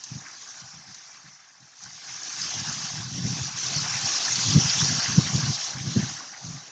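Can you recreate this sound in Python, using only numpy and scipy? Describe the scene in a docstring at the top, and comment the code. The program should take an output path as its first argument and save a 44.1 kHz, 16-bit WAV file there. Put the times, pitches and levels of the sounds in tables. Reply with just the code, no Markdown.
"""A light wind stirs a bamboo grove, and dry litter rustles and snaps under a playing kitten.
Near 2.5 s the wind swells: thousands of leaves brush and tick over a soft rush from deeper in the grove.
A stronger swell peaks near 4.8 s; the leaves thrash, distant trees murmur, and eddies at a small
camera's microphone make a low flutter with a few hard thumps. After 6 s the wind dies down."""
import sys
import numpy as np
from scipy import signal
from scipy.fft import rfft, irfft, next_fast_len
from scipy.io import wavfile
from scipy.ndimage import uniform_filter1d

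SR = 44100
rng = np.random.default_rng(int(sys.argv[2]) if len(sys.argv) > 2 else 0)


def put_to_file(sound):
    """Save the sound as 16-bit audio at rate SR, in the file named by the first command-line argument."""
    columns = np.atleast_2d(sound).T  # one column per channel
    safe = np.clip(columns, -1, 1)
    whole_steps = np.round(safe * 32767)
    wavfile.write(sys.argv[1], SR, whole_steps.astype(np.int16))


N = 295911
TIME = np.arange(N) / SR

# Spectrum of the fine turbulence behind an eddy. Each row: frequency in Hz, relative level in dB.
WAKE_SPECTRUM = [(30, -26.5), (120, -11), (230, 5), (330, -5.5), (450, -16.5), (650, -22), (1500, -61.5)]


def near_leaves():
    """Friction and impact: blades slide and tick, and in strong wind their thrashing thickens the hiss."""
    # Spectra of brushing and of thrashing leaves. Each row: frequency in Hz, relative level in dB.
    hiss_spectrum = [(1000, -49), (2500, -19), (3500, -11.5), (4300, -7), (5200, -2), (5900, 1), (6600, -3),
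                     (7300, -12), (7800, -22.5), (8400, -29), (8900, -35.5)]
    thrash_spectrum = [(200, -11), (400, -7), (550, -7.5), (800, -15), (1800, -11.5), (2700, 1), (3700, 0),
                       (5000, 0.5), (6500, -11.5), (8900, -51)]
    # Dry leaves stirred close by. Each row: start in seconds, length in seconds, level in dB.
    rustles = [(.405, 0.023, -46), (0.577, 0.16, -52), (.945, .2, -53.5), (1.818, 0.16, -48),
               (2.042, .07, -44), (2.1, 0.03, -52), (2.23, 0.14, -47), (3.248, 0.23, -40),
               (3.587, 0.088, -33.5), (4.05, 0.84, -31), (5.595, 0.049, -32.5), (6.417, 0.036, -47)]
    hiss_db = wind_driven(fresh_db=-35.3, slope=0.99)
    hiss_db = surging(hiss_db, rustles, rise_db_per_s=598.5, fall_db_per_s=180)
    sliding = coloured(rng.standard_normal(N), hiss_spectrum)
    ticks = leaf_ticks(per_s=1300, spread_db=3.5, low_hz=1772, high_hz=8270, decay_cycles=7.8)
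    ticking = coloured(ticks, hiss_spectrum)
    thrashing = coloured(rng.standard_normal(N), thrash_spectrum)
    shiver_db = 0.7 * wander(rate_hz=35)
    hiss = unit_rms(sliding + gain_of(-4.5) * ticking) * gain_of(hiss_db + shiver_db)
    return hiss + thrashing * gain_of(wind_driven(fresh_db=-45, slope=1.23))


def leaf_ticks(per_s, spread_db, low_hz, high_hz, decay_cycles, sizes=28):
    """Damped vibration: leaves of many sizes touch at random, a few of them hard, and ring briefly."""
    t = np.arange(SR // 100) / SR
    out = np.zeros(N)
    for hz in np.geomspace(low_hz, high_hz, sizes):
        touches = rng.random(N) < per_s / sizes / SR
        hardness = np.minimum(rng.exponential(1, N), 4)
        age = t * hz / decay_cycles
        ring = age * np.exp(-age) * np.sin(2 * np.pi * (hz * t + rng.random()))
        out += hz * signal.oaconvolve(touches * gain_of(spread_db * hardness), ring)[:N]
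    return unit_rms(out)


def buffets():
    """Convected pressure: a large eddy passes the microphone as a thump of sinking pitch with a wake."""
    # Single eddies. Each row: time of the peak in seconds, relative level in dB, pitch in Hz.
    eddies = [(0.122, -26.5, 149), (.161, -24, 145.7), (3.215, -25, 139.7), (3.249, -23, 159),
              (3.418, -21, 116), (4.045, -24, 130.5), (4.488, -16.5, 121), (4.562, -2.5, 150),
              (4.58, -4, 153.1), (4.656, -16.5, 127), (4.829, -14, 143), (5.185, 0, 151.3),
              (5.353, -9, 139.8), (5.44, -18, 125), (5.499, -12.5, 134.5), (5.877, -14.5, 152),
              (5.965, -11, 242), (5.976, -8.5, 134), (5.996, -15, 176.4), (6.035, -18, 141.3)]
    out = np.zeros(N)
    wake = coloured(rng.standard_normal(N), WAKE_SPECTRUM)
    for peak_s, db, hz in eddies:
        length_s = 0.0071 * (150 / hz) ** 2.2  # quick eddies are shorter
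        near = abs(TIME - peak_s) < 0.06
        age = (TIME[near] - peak_s) / length_s
        turns = np.cumsum(hz * (1 - 0.2 * np.tanh(age))) / SR
        swing = np.sin(2 * np.pi * (turns + rng.random())) / np.cosh(1.75 * age)
        roughness = gain_of(-17) * (hz / 150) ** 2 / np.cosh(0.67 * (age - 0.4))  # and rougher
        out[near] += gain_of(db) * (swing + roughness * wake[near])
    return out


def flutter():
    """Turbulent cascade: small eddies hit the microphone in lumps; faster air breaks them up finer."""
    # Spectrum of the pressure at the microphone port. Each row: frequency in Hz, relative level in dB.
    flutter_spectrum = [(15, -57.5), (30, -44.5), (50, -24.5), (80, -19.5), (105, -4.5), (128, 5),
                        (160, 0.5), (185, -4), (222, -9.5), (300, -18), (420, -34.5), (650, -33.5),
                        (1500, -79.5)]
    # Puffs of air at the port. 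Each row: start in seconds, length in seconds, relative level in dB.
    puffs = [(0.123, 0.054, -43.5), (0.633, 0.016, -51.5), (0.747, 0.04, -50.5), (0.882, .025, -53),
             (1.255, .03, -53.5), (1.624, 0.016, -56), (1.861, 0.021, -45), (2.107, 0.02, -50),
             (2.4, 0.064, -50), (2.56, 0.28, -41), (2.938, 0.537, -37), (3.201, 0.089, -29),
             (3.55, .5, -43.5), (3.767, 0.043, -35), (4.308, 0.64, -41), (4.469, 0.16, -29),
             (4.762, .22, -34), (5.081, 0.21, -32), (5.275, .22, -30.5), (5.756, 0.33, -35),
             (6.456, .09, -36)]
    coarse = coloured(rng.standard_normal(N), flutter_spectrum)
    coarse /= np.sqrt(uniform_filter1d(coarse ** 2, size=1600) + 1e-6)  # the draught sets the slow level
    swirl = wander(rate_hz=25)
    lumps_db = np.where(swirl > 0, 2.4, 5.0) * swirl  # low crests, deep gaps
    draught_db = wind_driven(fresh_db=-61.5, slope=0.79)
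    draught_db = surging(draught_db, puffs, rise_db_per_s=518, fall_db_per_s=277.5) + lumps_db
    fine = coloured(rng.standard_normal(N), WAKE_SPECTRUM) * gain_of(1.225 * draught_db - 7)
    return coarse * gain_of(draught_db - 0.5) + fine


def litter():
    """Brittle fracture: each snap is a noise burst that excites a resonance of the leaf or twig."""
    # Dry leaves and twigs breaking. Each row: start in seconds, relative peak level in dB, pitch in Hz.
    snaps = [(0.037, -29.5, 5830), (0.944, -38, 5560), (1.835, -35.5, 6040), (2.2308, -30, 5730),
             (5.359, -24, 5150)]
    t = np.arange(SR // 20) / SR
    envelope = (1 - np.exp(-t / 0.0022)) * (np.exp(-t / 0.0044) + 0.076 * np.exp(-t / 0.012))
    treble_band = signal.butter(4, [3500, 7000], "band", fs=SR, output="sos")
    out = np.zeros(N)
    for start_s, db, hz in snaps:
        burst = rng.standard_normal(len(t)) * envelope
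        ring = signal.lfilter(*signal.iirpeak(hz, Q=4.5, fs=SR), burst)
        crunch = signal.sosfilt(treble_band, ring)
        span = out[round(start_s * SR):][:len(t)]
        span += (gain_of(db + 5.5) * crunch / abs(crunch).max())[:len(span)]
    return out


def dull_rustle():
    """Incoherent summation: leaves moved by wind or the kitten merge into a dull rush and soft patter."""
    # Spectrum of the rush, combed by the ground echo. Each row: frequency in Hz, relative level in dB.
    rush_spectrum = [(100, -15.5), (300, -4), (500, -17), (640, -5.5), (780, 2), (900, -1), (1100, 2),
                     (1320, 0), (1620, 3.5), (2100, -1), (3300, -9), (5000, -20), (7000, -25),
                     (8900, -57.5)]
    # Brief swells of dull rustling: the kitten scuffing in dry litter, and leaves shaken by wind.
    # Each row: start in seconds, length in seconds, level in dB.
    swells = [(.22, .11, -52.5), (1.046, .13, -58.5), (1.842, 0.056, -51), (2.088, 0.024, -52),
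              (2.255, 0.41, -49.5), (3.856, 0.14, -40), (4.78, 0.09, -37), (5.984, 0.03, -40)]
    sprays = shaking_sprays(rng.standard_normal(N), depth_db=2.2, patch_s=0.03, patch_hz=250)
    patter = leaf_ticks(per_s=900, spread_db=2.6, low_hz=700, high_hz=5000, decay_cycles=1.8)
    sway_db = 1.1 * wander(rate_hz=25)
    rush = coloured(sprays, rush_spectrum) + gain_of(-1.5) * coloured(patter, rush_spectrum)
    rush_db = wind_driven(fresh_db=-44.5, slope=0.82, lag_s=0.058)  # gusts reach the deep grove later
    rush_db = surging(rush_db, swells, rise_db_per_s=348, fall_db_per_s=223.5)
    return unit_rms(rush) * gain_of(rush_db + sway_db)


def distant_trees():
    """Flow noise: wind in far trees makes a low murmur that comes and goes slowly."""
    # Course of the murmur. Each row: time in seconds, level in dB.
    murmur_levels = [(0, -65), (1.0, -71.5), (1.6, -69), (2.4, -76), (3.4, -74.5), (4.4, -49), (5.2, -48),
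                     (6.1, -56), (6.71, -55.5)]
    # Spectrum of the murmur. Each row: frequency in Hz, relative level in dB.
    murmur_spectrum = [(30, -42), (70, -18.5), (125, -5.5), (300, -11), (520, -5.5), (680, 2), (785, 4.5),
                       (900, -2), (1100, -5), (1500, -6), (2500, -18), (6000, -18), (8900, -45.5)]
    return gain_of(follow(murmur_levels)) * coloured(rng.standard_normal(N), murmur_spectrum)


def stem_echoes(x, count=140, decay_s=0.025):
    """Scattering: hard stems add many faint early echoes, while the bass diffracts round them."""
    delays_s = rng.uniform(0.002, 0.06, count)
    taps = np.zeros(SR // 10)
    taps[(delays_s * SR).astype(int)] = rng.choice([-1, 1], count) * np.exp(-delays_s / decay_s)
    echoes = signal.oaconvolve(x, taps / np.linalg.norm(taps))[:N]
    highpass = signal.butter(2, 1500, "high", fs=SR, output="sos")
    return x + gain_of(-14) * signal.sosfilt(highpass, echoes)


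def shaking_sprays(x, depth_db, patch_s, patch_hz):
    """Random modulation: x flares in small patches of time and pitch as single sprays of leaves shake."""
    size, hop = 512, 128
    spectra = signal.stft(x, nperseg=size, noverlap=size - hop)[2]
    frames, bins = patch_s * SR / hop, patch_hz * size / SR
    field = rng.standard_normal(spectra.shape)
    field = signal.lfilter([1], [1, -np.exp(-1 / frames)], field, axis=1)
    field = signal.lfilter([1], [1, -np.exp(-1 / bins)], field, axis=0)
    flared = spectra * gain_of(depth_db * unit_rms(field))
    return signal.istft(flared, nperseg=size, noverlap=size - hop)[1][:N]


def wind_driven(fresh_db, slope, lag_s=0):
    """Power law: a level is fresh_db in a fresh wind and gains slope dB for each dB of gust."""
    # Strength of the wind in the crowns. Each row: time in seconds, level in dB.
    gusts = [(0.07, -52.5), (0.48, -51.5), (0.79, -56), (0.92, -55), (1.6, -63), (2.47, -39.5), (2.95, -42),
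             (3.07, -46), (3.38, -40), (3.55, -45.5), (3.58, -38.5), (4.82, -33.5), (5.71, -40.5),
             (5.76, -45.5), (6.02, -40.5), (6.39, -53.5), (6.47, -48.5), (6.71, -56)]
    fresh_wind_db = -42
    wind_db = np.interp(TIME - lag_s, TIME, follow(gusts))
    return fresh_db + slope * (wind_db - fresh_wind_db)


def surging(base_db, surges, rise_db_per_s, fall_db_per_s):
    """Addition of powers: the level in dB of a base plus surges that each rise, hold and die away."""
    power = gain_of(base_db) ** 2
    for start_s, length_s, db in surges:
        before_s = np.maximum(start_s - TIME, 0)
        after_s = np.maximum(TIME - start_s - length_s, 0)
        power += gain_of(db - rise_db_per_s * before_s - fall_db_per_s * after_s) ** 2
    return 10 * np.log10(power)


def coloured(x, spectrum):
    """Linear filtering: x is weighted by a spectrum and scaled to an rms of 1."""
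    hz, db = np.transpose(spectrum)
    size = next_fast_len(N)
    bin_hz = np.fft.rfftfreq(size, 1 / SR)
    response = gain_of(np.interp(np.log(bin_hz + 1), np.log(hz), db))
    return unit_rms(irfft(rfft(x, size) * response, size)[:N])


def wander(rate_hz):
    """Low-pass noise: a smooth random drift of rms 1, mostly slower than rate_hz."""
    size = next_fast_len(N)
    bin_hz = np.fft.rfftfreq(size, 1 / SR)
    white = rfft(rng.standard_normal(size))
    return unit_rms(irfft(white / (1 + (bin_hz / rate_hz) ** 2), size)[:N])


def follow(curve):
    """Linear interpolation: the value of a curve at every sample."""
    return np.interp(TIME, *np.transpose(curve))


def unit_rms(x):
    """Normalisation: x at an rms of 1."""
    return x / np.sqrt(np.mean(x ** 2) + 1e-20)


def gain_of(db):
    """Decibel scale: the amplitude ratio for a level."""
    return 10 ** (np.asarray(db) / 20)


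def scene():
    """Superposition: foliage, snaps on the ground and wind on the microphone add in one channel."""
    foliage = near_leaves() + dull_rustle() + distant_trees()
    foliage = shaking_sprays(foliage, depth_db=2.5, patch_s=0.024, patch_hz=330)
    grove = stem_echoes(foliage + litter())
    return (grove + flutter() + gain_of(-4) * buffets())[None]


def record(dry):
    """Band limiting: the camera cuts the deepest bass, a narrow treble notch and all above a steep edge."""
    bass_hz, notch_hz, edge_hz = 32, 8010, 9030
    bass_cut = signal.sosfilt(signal.butter(2, bass_hz, "high", fs=SR, output="sos"), dry)
    taps = signal.firwin(1201, [notch_hz - 170, notch_hz + 170, edge_hz], window=("kaiser", 8), fs=SR)
    return signal.oaconvolve(bass_cut, taps[None], "same")


dry = scene()
out = record(dry)
put_to_file(out)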